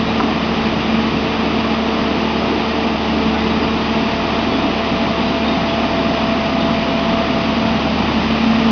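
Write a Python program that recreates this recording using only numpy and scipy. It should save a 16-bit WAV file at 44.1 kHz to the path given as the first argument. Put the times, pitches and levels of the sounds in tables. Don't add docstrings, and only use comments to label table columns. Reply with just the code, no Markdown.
import sys
import numpy as np
from scipy import signal
from scipy.fft import rfft, irfft, next_fast_len
from scipy.io import wavfile
from scipy.ndimage import map_coordinates

SR = 44100
rng = np.random.default_rng(int(sys.argv[2]) if len(sys.argv) > 2 else 0)


def output_pcm(signal):
    pcm = np.clip(np.atleast_2d(signal).T, -1, 1) * 32767
    wavfile.write(sys.argv[1], SR, np.round(pcm).astype(np.int16))


N = 384111

# f/Hz, relative level/dB
AIR_SPECTRUM = [(700, -22), (1500, -6.5), (1900, 1), (2200, -1.5), (2500, 1.5), (2900, 1), (3250, -2),
                (3700, -3), (4100, -8.5), (4900, -7), (5500, -16), (6100, -20), (6500, -31), (7100, -58)]
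GEAR_SPECTRUM = [(200, -30), (400, -3.5), (560, -3), (710, 0.5), (780, -1), (835, 0.5), (920, -2),
                 (1130, -3), (1350, -6.5), (1550, -14), (2200, -32.5), (5000, -68.5)]
RUMBLE_SPECTRUM = [(15, -21), (30, -17), (46, -6.5), (58, -14), (85, -10.5), (125, -4), (178, 3), (215, 3),
                   (270, -15.5), (500, -64.5)]
BROAD_BOOM_SPECTRUM = [(100, -38), (190, -11.5), (230, -4.5), (275, 3), (330, -1.5), (390, -4.5), (440, -9),
                       (600, -23.5), (1500, -71)]
NARROW_BOOM_SPECTRUM = [(100, -46.5), (190, -15), (230, -4), (258, 1.5), (285, -4), (330, -8), (410, -14),
                        (600, -24.5), (1500, -68)]
# t/s, level/dB
AIR_LEVELS = [(0, -26.5), (3, -26.5), (4.2, -26), (7.3, -26), (8.71, -25)]
RUMBLE_LEVELS = [(0, -27.5), (1, -26), (1.4, -29), (3, -29.5), (3.5, -27), (5.9, -28), (6.8, -26),
                 (8.71, -26)]
# t/s, its share of the boom (0-1)
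HOUSING_SHARE = [(0, 0.04), (3, 0.01), (5.5, 0.79), (8.71, 0.92)]
# t/s, added level/dB
BOOM_SURGES = [(.25, 3.5), (1.52, 3), (1.9, 3), (2.18, 3.5), (2.53, 5.5), (3.62, 5), (4.53, 4.5),
               (4.669, 6), (5.52, 3), (6.0, 4), (8.1, 2)]
# t/s, f/Hz, level/dB, 60 dB fade time/s
STEEL_CLINKS = [(.07, 3880, -31, .45), (3.34, 1480, -24, .2), (3.49, 3840, -29, 0.32),
                (3.62, 4830, -30, 0.24), (3.66, 3830, -31.5, .3), (4.49, 4440, -30, 0.22),
                (4.51, 3400, -27, 0.37), (5.251, 3975, -34, 0.72), (5.43, 3600, -30, .4),
                (5.475, 3710, -21.5, 0.28), (5.68, 3370, -27.5, 0.37), (6.6, 3600, -28, 0.53)]
# f/Hz, relative level/dB, 60 dB fade time/s
FRAME_NOTES = [(790, -5.5, 0.016), (990, -0.5, 0.023), (1315, -5, 0.02), (3300, -15, 0.0099)]
# t/s, peak level/dB
KNOCK_HITS = [(.2025, -4), (.2064, -7.5), (.2094, -11.5), (.2848, -12.5)]
# multiple of the firing rate, level/dB
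PUMP_TONES = [(16.135, -40.5), (32.27, -44), (32, -46)]
FAINT_TONES = [(1 / 2, -51), (3 / 2, -43), (2, -44), (9 / 2, -40), (12, -41), (15, -44)]
# t/s, length/s
LOAD_SPELLS = [(3.08, .64), (7.775, .58)]
# t/s, level/dB
DRONE_LEVELS = [(0, -23), (.65, -24), (.95, -18), (1.25, -26), (1.6, -20), (2.3, -25), (3.25, -21),
                (3.8, -23.5), (5.8, -26), (7.6, -21.5), (8.15, -23.5), (8.55, -14.5)]
HUM_LEVELS = [(0, -28.5), (.7, -33), (1.8, -29.5), (3.75, -30), (3.9, -33.5), (5.6, -34), (7.1, -47),
              (8.3, -40), (8.71, -30.5)]
WHINE_LEVELS = [(0, -37), (1.2, -38), (1.8, -31.5), (3.75, -37), (4.0, -30), (6.3, -24), (7.65, -26.5),
                (7.85, -33.5), (8.71, -40)]


def amp(db):
    return 10 ** (np.asarray(db) / 20)


def unit(x):
    return x / np.sqrt(np.mean(x ** 2) + 1e-20)


def curve(points):
    times, values = np.transpose(points)
    return np.interp(np.arange(N) / SR, times, values)


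def wobble(rate, step=256):
    coarse = np.arange(0, N + step, step)
    values = rng.standard_normal(int(N * rate / SR) + 8)
    return np.interp(np.arange(N), coarse, map_coordinates(values, [coarse * rate / SR]))


def filtered(x, gain_at):
    size = next_fast_len(N + SR // 2)
    return irfft(rfft(x, size) * gain_at(np.fft.rfftfreq(size, 1 / SR)), size)[:N]


def noise(spectrum, pulse=1):
    freqs, db = np.transpose(spectrum)
    hiss = pulse * rng.standard_normal(N)
    return unit(filtered(hiss, lambda hz: amp(np.interp(np.log(hz + 1), np.log(freqs), db))))


def tone(cycles, flutter_db, drift_rad):
    phase = 2 * np.pi * (cycles + rng.random()) + drift_rad * wobble(9)
    return unit(np.sin(phase) * amp(flutter_db * wobble(14)))


def add(track, start_s, sound):
    part = track[round(start_s * SR):][:len(sound)]
    part += sound[:len(part)]


def cooling_air():
    flicker = amp(0.68 * wobble(300, step=32))
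    return amp(curve(AIR_LEVELS)) * noise(AIR_SPECTRUM, flicker)


def running_gear(firings, near, far_db=-23.5, near_gain_db=0.86):
    throb = 1 + .08 * np.cos(2 * np.pi * 3 * firings)
    return amp(far_db + near_gain_db * near + 0.36 * wobble(25)) * noise(GEAR_SPECTRUM, throb)


def chassis_rumble():
    return amp(curve(RUMBLE_LEVELS) + 1.3 * wobble(10)) * noise(RUMBLE_SPECTRUM)


def exhaust_boom(near, far_db=-24, near_gain_db=1, surge_half_width_s=.045):
    t = np.arange(N) / SR
    surge_db = sum(db * np.exp(-.5 * ((t - s) / surge_half_width_s) ** 2) for s, db in BOOM_SURGES)
    level_db = far_db + near_gain_db * near + surge_db + 0.64 * wobble(16)
    broad = np.sqrt(1 - near) * noise(BROAD_BOOM_SPECTRUM)
    narrow = np.sqrt(near) * noise(NARROW_BOOM_SPECTRUM)
    return amp(level_db) * (broad + narrow)


def clinks(rise_s=0.0075, chatter_db=1.5):
    out, t = np.zeros(N), np.arange(SR // 2) / SR
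    rise = 1 - np.exp(-t / rise_s)
    for start_s, hz, db, fade_s in STEEL_CLINKS:
        add(out, start_s, amp(db - 60 * t / fade_s) * rise * np.sin(2 * np.pi * hz * t))
    return out * amp(chatter_db * wobble(70))


def knock(rise_s=0.00011):
    out, t = np.zeros(N), np.arange(SR // 4) / SR
    ring = sum(amp(db - 60 * t / fade_s) * np.sin(2 * np.pi * hz * t) for hz, db, fade_s in FRAME_NOTES)
    ring *= 1 - np.exp(-t / rise_s)
    for start_s, db in KNOCK_HITS:
        add(out, start_s, amp(db) * ring / np.abs(ring).max())
    return out


def pump(firings):
    return sum(amp(db) * tone(k * firings, flutter_db=4, drift_rad=0.4) for k, db in PUMP_TONES)


def hydraulic_load(ramp_s=.22):
    t = np.arange(N) / SR
    return sum(np.clip(np.minimum(t - s, s + length - t) / ramp_s + .5, 0, 1)
               for s, length in LOAD_SPELLS)


def firing_rate(load, free_hz=74.48, sag_hz=1.0, recovery_hz=.9, lag_s=.7):
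    step = 1 / (lag_s * SR)
    extra_fuel = signal.lfilter([step], [1, step - 1], load)
    return free_hz - sag_hz * load + recovery_hz * extra_fuel


def chug(firings, tone_db=-41):
    cycles = firings / 6
    beside_drone = (14, 15, 16, 17, 19, 20, 21, 22)
    return amp(tone_db) * sum(tone(k * cycles, flutter_db=0.5, drift_rad=0.29) for k in beside_drone)


def exhaust_tones(firings, load, bass_db=-33, load_gain_db=3.5):
    drone = amp(curve(DRONE_LEVELS)) * tone(3 * firings, flutter_db=1.5, drift_rad=0.088)
    hum = amp(curve(HUM_LEVELS)) * tone(6 * firings, flutter_db=1.4, drift_rad=0.077)
    whine = amp(curve(WHINE_LEVELS)) * tone(9 * firings, flutter_db=0.7, drift_rad=0.055)
    bass = amp(bass_db + load_gain_db * load) * tone(firings, flutter_db=0.3, drift_rad=.03)
    faint = sum(amp(db) * tone(k * firings, flutter_db=4.5, drift_rad=0.32) for k, db in FAINT_TONES)
    return bass + drone + hum + whine + faint


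def scene():
    load = hydraulic_load()
    firings = np.cumsum(firing_rate(load)) / SR
    near = curve(HOUSING_SHARE)
    engine = exhaust_tones(firings, load) + chug(firings) + pump(firings)
    roar = chassis_rumble() + exhaust_boom(near) + running_gear(firings, near) + cooling_air()
    return (engine + roar + knock() + clinks())[None]


def record(dry, top_hz=7150):
    return filtered(dry[0], lambda hz: hz < top_hz)[None]


dry = scene()
out = record(dry)
output_pcm(out)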